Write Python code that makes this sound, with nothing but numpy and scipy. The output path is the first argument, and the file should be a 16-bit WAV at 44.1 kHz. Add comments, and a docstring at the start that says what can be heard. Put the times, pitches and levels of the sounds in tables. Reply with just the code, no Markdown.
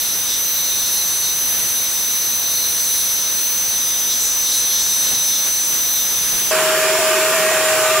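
"""A piercing, stuttering whistle over a hiss of air: a vacuum hose held to hair clippers in a yard.
The air blows an edge tone, hisses through the comb and rings in the nozzle, shifting in colour as the
nozzle moves over the scalp. Behind it lie a broad rush, a faint motor and a few soft bumps.
Then all but the bumps gives way abruptly to a strong drone, a lower roar in the hose and thin exhaust."""
import sys
import numpy as np
from scipy import signal
from scipy.io import wavfile
from scipy.ndimage import uniform_filter1d

SR = 44100
rng = np.random.default_rng(int(sys.argv[2]) if len(sys.argv) > 2 else 0)


def inscribe(sig):
    """Save sig as 16-bit PCM at rate SR to the path in sys.argv[1].

    A 1-D sig is mono; a 2-D sig holds one channel per row.
    Samples are clipped to [-1, 1] before scaling.
    """
    pcm = np.round(np.clip(np.atleast_2d(sig).T, -1, 1) * 32767)
    wavfile.write(sys.argv[1], SR, pcm.astype(np.int16))


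N = 352800
TIME = np.arange(N) / SR
FRAME = 2048   # samples per frame of the noise filters
BIN_HZ = np.maximum(np.arange(FRAME // 2 + 1) * SR / FRAME, 1)[:, None]
FRAME_S = np.arange(N // (FRAME // 2) + 2) * (FRAME // 2) / SR


# pitch and level envelope of the whistle: (time [s], pitch [Hz], relative level [dB])
WHISTLE_ENVELOPE = [(0.0, 6057, -25), (0.43, 6055, -23), (3.16, 6065, -22.5), (3.7, 6069, -22),
                    (4.17, 6052, -21.5), (5.1, 6059, -20.5), (5.25, 6059, -20.5), (6.45, 6067, -22.5)]

def whistle(start_s=.0326, period_s=.10437, break_s=.0025, edge_s=.0003):
    """A pure edge tone that stutters: about ten times a second it slips half a cycle, twice in a row."""
    hz, level_db = in_time(WHISTLE_ENVELOPE, TIME)
    beat = (TIME - start_s) / period_s
    nearest = np.round(beat).astype(int)
    since_s = (beat - nearest) * period_s
    length, first, second = rng.standard_normal((nearest.max() + 1, 3))[nearest].T
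    half_s = break_s / 2 * np.exp(.2 * length)
    # a slip forward chirps above the tone, a slip back below it
    slip = np.sign(first) * (1 + np.tanh((since_s + half_s) / edge_s)) / 2
    slip += np.sign(first + second) * (1 + np.tanh((since_s - half_s) / edge_s)) / 2
    level = from_db(level_db + 1.2 + .29 * drift(span_s=.031))
    return level * tone(np.cumsum(hz) / SR + slip / 2, lead=.15)


# each comb stroke opens a hissing gap: (start [s], length [s], level [dB], band centre [Hz])
COMB_STROKES = [(0.0, 0.2, -27, 12300), (0.38, 0.24, -26, 13200), (0.54, 0.32, -33.5, 10600),
                (0.91, 0.14, -25.5, 11600), (1.07, 0.22, -27.5, 10100), (1.38, 0.46, -27.3, 12000),
                (1.92, 0.65, -29, 13200), (2.5, 0.27, -26.5, 10700), (2.79, 0.25, -27, 10800),
                (3.1, 0.05, -27, 10900), (3.35, 0.35, -26.4, 16000), (3.69, 0.25, -29, 11000),
                (4.19, 0.098, -27, 8500), (4.36, 0.06, -25, 14900), (4.532, 0.08, -27.4, 8800),
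                (4.69, 0.067, -26, 10900), (4.99, 0.07, -31, 10900), (5.25, 0.087, -29, 11200),
                (5.682, 0.47, -26.5, 13500), (6.16, 0.35, -33, 11200)]

def stroke_power(half_width_hz=2060):
    """Power of the flat-topped hiss bands that the comb strokes open."""
    power = 0
    for s, length_s, db, hz in COMB_STROKES:
        band = unit_power(1 / (1 + ((BIN_HZ - hz) / half_width_hz) ** 6))
        power += (band * from_db(db)) ** 2 * gate(s, length_s, edge_s=.014)
    return power


# EQ curves of the comb's dull, middle and bright hiss: (frequency [Hz], gain [dB])
DULL_EQ = [(4200, 12), (4900, -15), (5500, 9.5), (6400, -2), (7000, 11), (8300, 11), (9300, 6)]
MID_EQ = [(7900, -22), (8900, 2), (10500, 3), (11800, 4.5), (13000, -14)]
BRIGHT_EQ = [(11300, -11), (12400, 5.5), (14000, 4), (15600, 7)]
# level envelope of the dull hiss: (time [s], relative level [dB])
DULL_ENVELOPE = [(0.0, -34), (2.53, -35.5), (3.25, -33), (3.5, -34.5), (4.11, -34), (4.2, -29), (4.49, -33),
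                 (4.58, -31), (4.71, -39), (4.81, -29), (4.89, -32), (6.45, -34)]

def comb_hiss(nozzle_rest_hz=3910):
    """Hiss at the comb; hair and scalp keep changing the gaps, so peaks and hollows wander through it."""
    # the dull band follows the nozzle's ring in level and pitch
    strength_db, centre_hz = nozzle_state()
    dull_db = in_time(DULL_ENVELOPE, FRAME_S)[0] + 1.5 + .52 * strength_db
    dull = eq_curve(DULL_EQ, stretch=centre_hz / nozzle_rest_hz) * from_db(dull_db)
    mid = eq_curve(MID_EQ) * from_db(-29.7)
    bright = eq_curve(BRIGHT_EQ) * from_db(-28.5)
    power = dull ** 2 + mid ** 2 + bright ** 2 + stroke_power()
    gaps = flutter(depth_db=.8, width_hz=3500, life_s=.09)
    gaps *= flutter(depth_db=1.3, width_hz=450, life_s=.25)
    gaps *= flutter(depth_db=2.8, width_hz=110, life_s=.07)
    return air(np.sqrt(power) * gaps, side_db=-16) * from_db([[-.2], [.2]])


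# the nozzle moves over the scalp: (time [s], relative ring strength [dB], ring centre [Hz])
NOZZLE_MOVES = [(0.0, 0, 4000), (0.24, -5.5, 3780), (0.45, -4, 3980), (0.91, 0, 3990), (1.21, -4, 4050),
                (2.0, -3.5, 3940), (2.46, -3, 4040), (2.54, -1.5, 4020), (2.99, -0.5, 3970),
                (3.55, -5, 4000), (3.72, 0, 4150), (3.8, -2.5, 3710), (4.4, -2.5, 3900), (4.48, 1, 3950),
                (5.39, -0.8, 3916), (5.5, -3, 4040), (6.48, -3.5, 3700)]
# its mouth catches the air and the ring flares: (start [s], length [s], added strength [dB])
NOZZLE_FLARES = [(0.274, 0.091, 5), (1.226, 0.074, 4.5), (4.105, 0.04, 5.5), (4.527, 0.04, 3.5),
                 (4.703, 0.11, 2.5), (5.275, 0.13, 2.5), (5.957, 0.035, 2.5)]

def nozzle_state():
    """Control curves of the moving nozzle: ring strength (dB), flares included, and centre (Hz)."""
    strength_db, centre_hz = in_time(NOZZLE_MOVES, FRAME_S)
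    flare_db = sum(db * gate(s, length_s, edge_s=.013) for s, length_s, db in NOZZLE_FLARES)
    return strength_db + flare_db, centre_hz


# air modes of the nozzle: (multiple of the ring centre, nominal width [Hz], gain [dB])
RING_MODES = [(0.914, 222, -6.5), (.985, 256, -1.5), (1.055, 263, -4), (1.37, 380, -5.5), (1.53, 387, -5.5)]

def nozzle_ring():
    """The flow excites the air modes of the nozzle, which shift together as its mouth is covered."""
    strength_db, centre_hz = nozzle_state()
    power = 0
    for multiple, width_hz, db in RING_MODES:
        detune = 1.06 * (BIN_HZ - multiple * centre_hz) / width_hz
        power += (from_db(db) / (1 + detune ** 2)) ** 2
    ring = unit_power(np.sqrt(power)) * from_db(-26 + 1.15 * strength_db)
    return air(ring * flutter(depth_db=2, width_hz=150, life_s=.07), side_db=-33)


# brief wobbles of the drone: (time [s], length [s], phase gained [cycles], level dip [0-1])
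DRONE_WAVERS = [(6.994, 0.024, 1, 0.25), (7.352, .036, 0.82, 0), (7.517, .006, 0.61, 0.2)]

def drone(pitch_hz=632, level_db=-20):
    """A strong, pure tone that wavers a few times."""
    cycles, level = pitch_hz * TIME, from_db(level_db)
    for s, length_s, gained, dip in DRONE_WAVERS:
        cycles += gained * ramp(TIME - s, length_s)
        level *= 1 - dip * bell(TIME - s, length_s / 2)
    return level * tone(cycles, lead=.16)


# EQ curve of the roar: (frequency [Hz], gain [dB])
ROAR_EQ = [(30, -34), (80, -27), (115, -12), (170, -9.5), (210, -13.5), (300, -12), (380, -14), (490, -0.5),
           (570, -6), (790, -3.5), (1000, -0.5), (1300, 0), (1850, -0.5), (2100, -2.5), (2500, -0.5),
           (3000, -7), (3800, -26)]
# hollow resonances of hose and housing: (frequency [Hz], width [Hz], boost [dB])
HOSE_MODES = [(633, 40, 9), (1027, 35, 5), (1200, 70, 4.5), (1518, 35, 5), (1670, 70, 4), (1880, 50, 3.5),
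              (2390, 50, 3)]

def hose_roar(level_db=-20):
    """Air rumbling through the hose, boosted at its hollow resonances."""
    boost_db = sum(db / (1 + (2 * (BIN_HZ - hz) / width_hz) ** 2) for hz, width_hz, db in HOSE_MODES)
    hollow = unit_power(eq_curve(ROAR_EQ) * from_db(boost_db))
    return air(hollow * from_db(level_db) * flutter(depth_db=2.5, width_hz=45, life_s=.2), side_db=-17)


# EQ curve of the exhaust air: (frequency [Hz], gain [dB])
EXHAUST_EQ = [(2500, -1.5), (3200, -2), (4500, -4.5), (6000, -1.5), (6600, -4), (7050, 1.5), (7700, 1),
              (7950, -8), (8400, -4), (10700, -3.5), (11800, -9), (14000, -5), (15600, -10)]

def exhaust(level_db=-22):
    """Thin, wide, unsteady hiss of exhaust air, leaning to the right."""
    hiss = eq_curve(EXHAUST_EQ) * from_db(level_db) * flutter(depth_db=1.2, width_hz=360, life_s=.08)
    return air(hiss, side_db=-.7) * from_db([[-.7], [.7]])


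# EQ curve of the bed of rushing air: (frequency [Hz], gain [dB])
RUSH_EQ = [(20, 0.5), (45, -1), (80, -1), (200, -1), (320, -.5), (900, -.5), (1600, 1), (2400, 0),
           (3200, 1.5), (6000, 0.5), (16000, 0.5)]
# swells in that bed: (peak time [s], half length [s], boost [dB])
AIR_SWELLS = [(1.58, 0.16, 1.5), (5.097, .07, 2.5), (5.474, 0.026, 3), (5.748, 0.041, 3), (6.37, 0.23, 3)]

def air_rush(level_db=-26.5):
    """Diffuse, nearly white air noise from all around, steady but for a few swells."""
    boost_db = sum(db * bell(FRAME_S - s, half_s) for s, half_s, db in AIR_SWELLS)
    return air(eq_curve(RUSH_EQ) * from_db(level_db + boost_db), side_db=-1.8)


def hose_note(centre_hz=386, half_width_hz=30.77, level_db=-30.5):
    """The lowest resonance of the hose rings as a breathy note under the drone."""
    ring = unit_power(1 / (1 + ((BIN_HZ - centre_hz) / half_width_hz) ** 2))
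    return air(ring * from_db(level_db), side_db=-18)


# soft low bumps: (peak time [s], half length [s], level [dB])
LOW_BUMPS = [(1.6, .08, -45), (5.126, 0.016, -32), (6.327, 0.063, -43), (6.464, 0.057, -44),
             (6.99, 0.0027, -27.5)]

def bumps(top_hz=450):
    """Short swells of dull, low noise."""
    swell = sum(from_db(db) * bell(TIME - s, half_s) for s, half_s, db in LOW_BUMPS)
    return swell * air(unit_power(1 / (1 + (BIN_HZ / top_hz) ** 2)), side_db=-2)


# faint motor whine under the hiss: (multiple of the turning rate, level [dB])
MOTOR_HARMONICS = [(5, -53), (6, -56), (9, -58), (12, -59), (15, -54), (18, -58), (20, -48), (21, -48)]

def motor(rate_hz=191.6):
    """The distant motor sings on a few multiples of its slightly unsteady turning rate."""
    turns = np.cumsum(rate_hz * (1 + .000478 * drift(span_s=.239))) / SR
    return sum(from_db(db) * tone(multiple * turns, lead=.1) for multiple, db in MOTOR_HARMONICS)


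def air(gain, side_db):
    """Stereo turbulence: mid and side noise through a filter that may change in time."""
    white = signal.stft(rng.standard_normal((2, N)), nperseg=FRAME)[2]
    mid, side = signal.istft(white * gain, nperseg=FRAME)[1][:, :N]
    return mid + from_db(side_db) * side * [[1], [-1]]


def tone(cycles, lead):
    """A stereo sine whose left side is ahead by lead radians."""
    return np.sqrt(2) * np.sin(2 * np.pi * cycles + np.array([[lead], [0]]))


def eq_curve(points, stretch=1):
    """A filter through the EQ points, frequencies times stretch, rolling off steeply outside them."""
    hz, db = np.transpose(points)
    at_hz = BIN_HZ / stretch
    octaves_outside = np.abs(np.log2(at_hz / np.clip(at_hz, hz[0], hz[-1])))
    return unit_power(from_db(np.interp(np.log(at_hz), np.log(hz), db) - 104 * octaves_outside))


def flutter(depth_db, width_hz, life_s):
    """Peaks and hollows in the spectrum that come and go at random."""
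    field = rng.standard_normal((len(BIN_HZ), len(FRAME_S)))
    for axis, span in enumerate((width_hz * FRAME / SR, life_s / FRAME_S[1])):
        for _ in range(2):
            field = uniform_filter1d(field, max(1, round(span)), axis=axis)
    return rms_one(from_db(depth_db * rms_one(field)))


def drift(span_s):
    """Smooth random modulation at rms 1."""
    span = max(1, round(span_s * SR))
    return rms_one(uniform_filter1d(uniform_filter1d(rng.standard_normal(N), span), span))


def gate(s, length_s, edge_s):
    """Attack, hold and release, from 0 to 1, per frame."""
    return ramp(FRAME_S - s, edge_s) * ramp(s + length_s - FRAME_S, edge_s)


def ramp(since_s, length_s):
    """A linear fade from 0 to 1, centred on time zero."""
    return np.clip(since_s / length_s + .5, 0, 1)


def bell(since_s, half_s):
    """A bell-shaped swell that peaks at time zero."""
    return np.exp(-(since_s / half_s) ** 2)


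def in_time(rows, when):
    """The columns of an envelope at the given times."""
    s, *columns = np.transpose(rows)
    return [np.interp(when, s, column) for column in columns]


def unit_power(gain):
    """Scale a filter so that white noise keeps its power."""
    return gain / np.sqrt(np.mean(gain ** 2, axis=0))


def rms_one(x):
    """Scale to rms 1."""
    return x / np.sqrt(np.mean(x ** 2) + 1e-20)


def from_db(db):
    """Decibels to gain."""
    return 10 ** (np.asarray(db) / 20)


def scene(switch_s=6.509, crossfade_s=.0051):
    """The whistling hiss snaps over to the droning roar; soft bumps fall under both."""
    hissing = air_rush() + comb_hiss() + nozzle_ring() + whistle() + motor()
    droning = hose_roar() + hose_note() + exhaust() + drone()
    fade = ramp(TIME - switch_s, crossfade_s)
    return (1 - fade) * hissing + fade * droning + bumps()


def record(dry):
    """A subsonic low cut and a steep high cut on the mix."""
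    low_cut = signal.butter(2, 10, "high", fs=SR, output="sos")
    high_cut = signal.ellip(16, .1, 70, 15750, fs=SR, output="sos")
    return signal.sosfilt(high_cut, signal.sosfilt(low_cut, dry))


dry = scene()
out = record(dry)
inscribe(out)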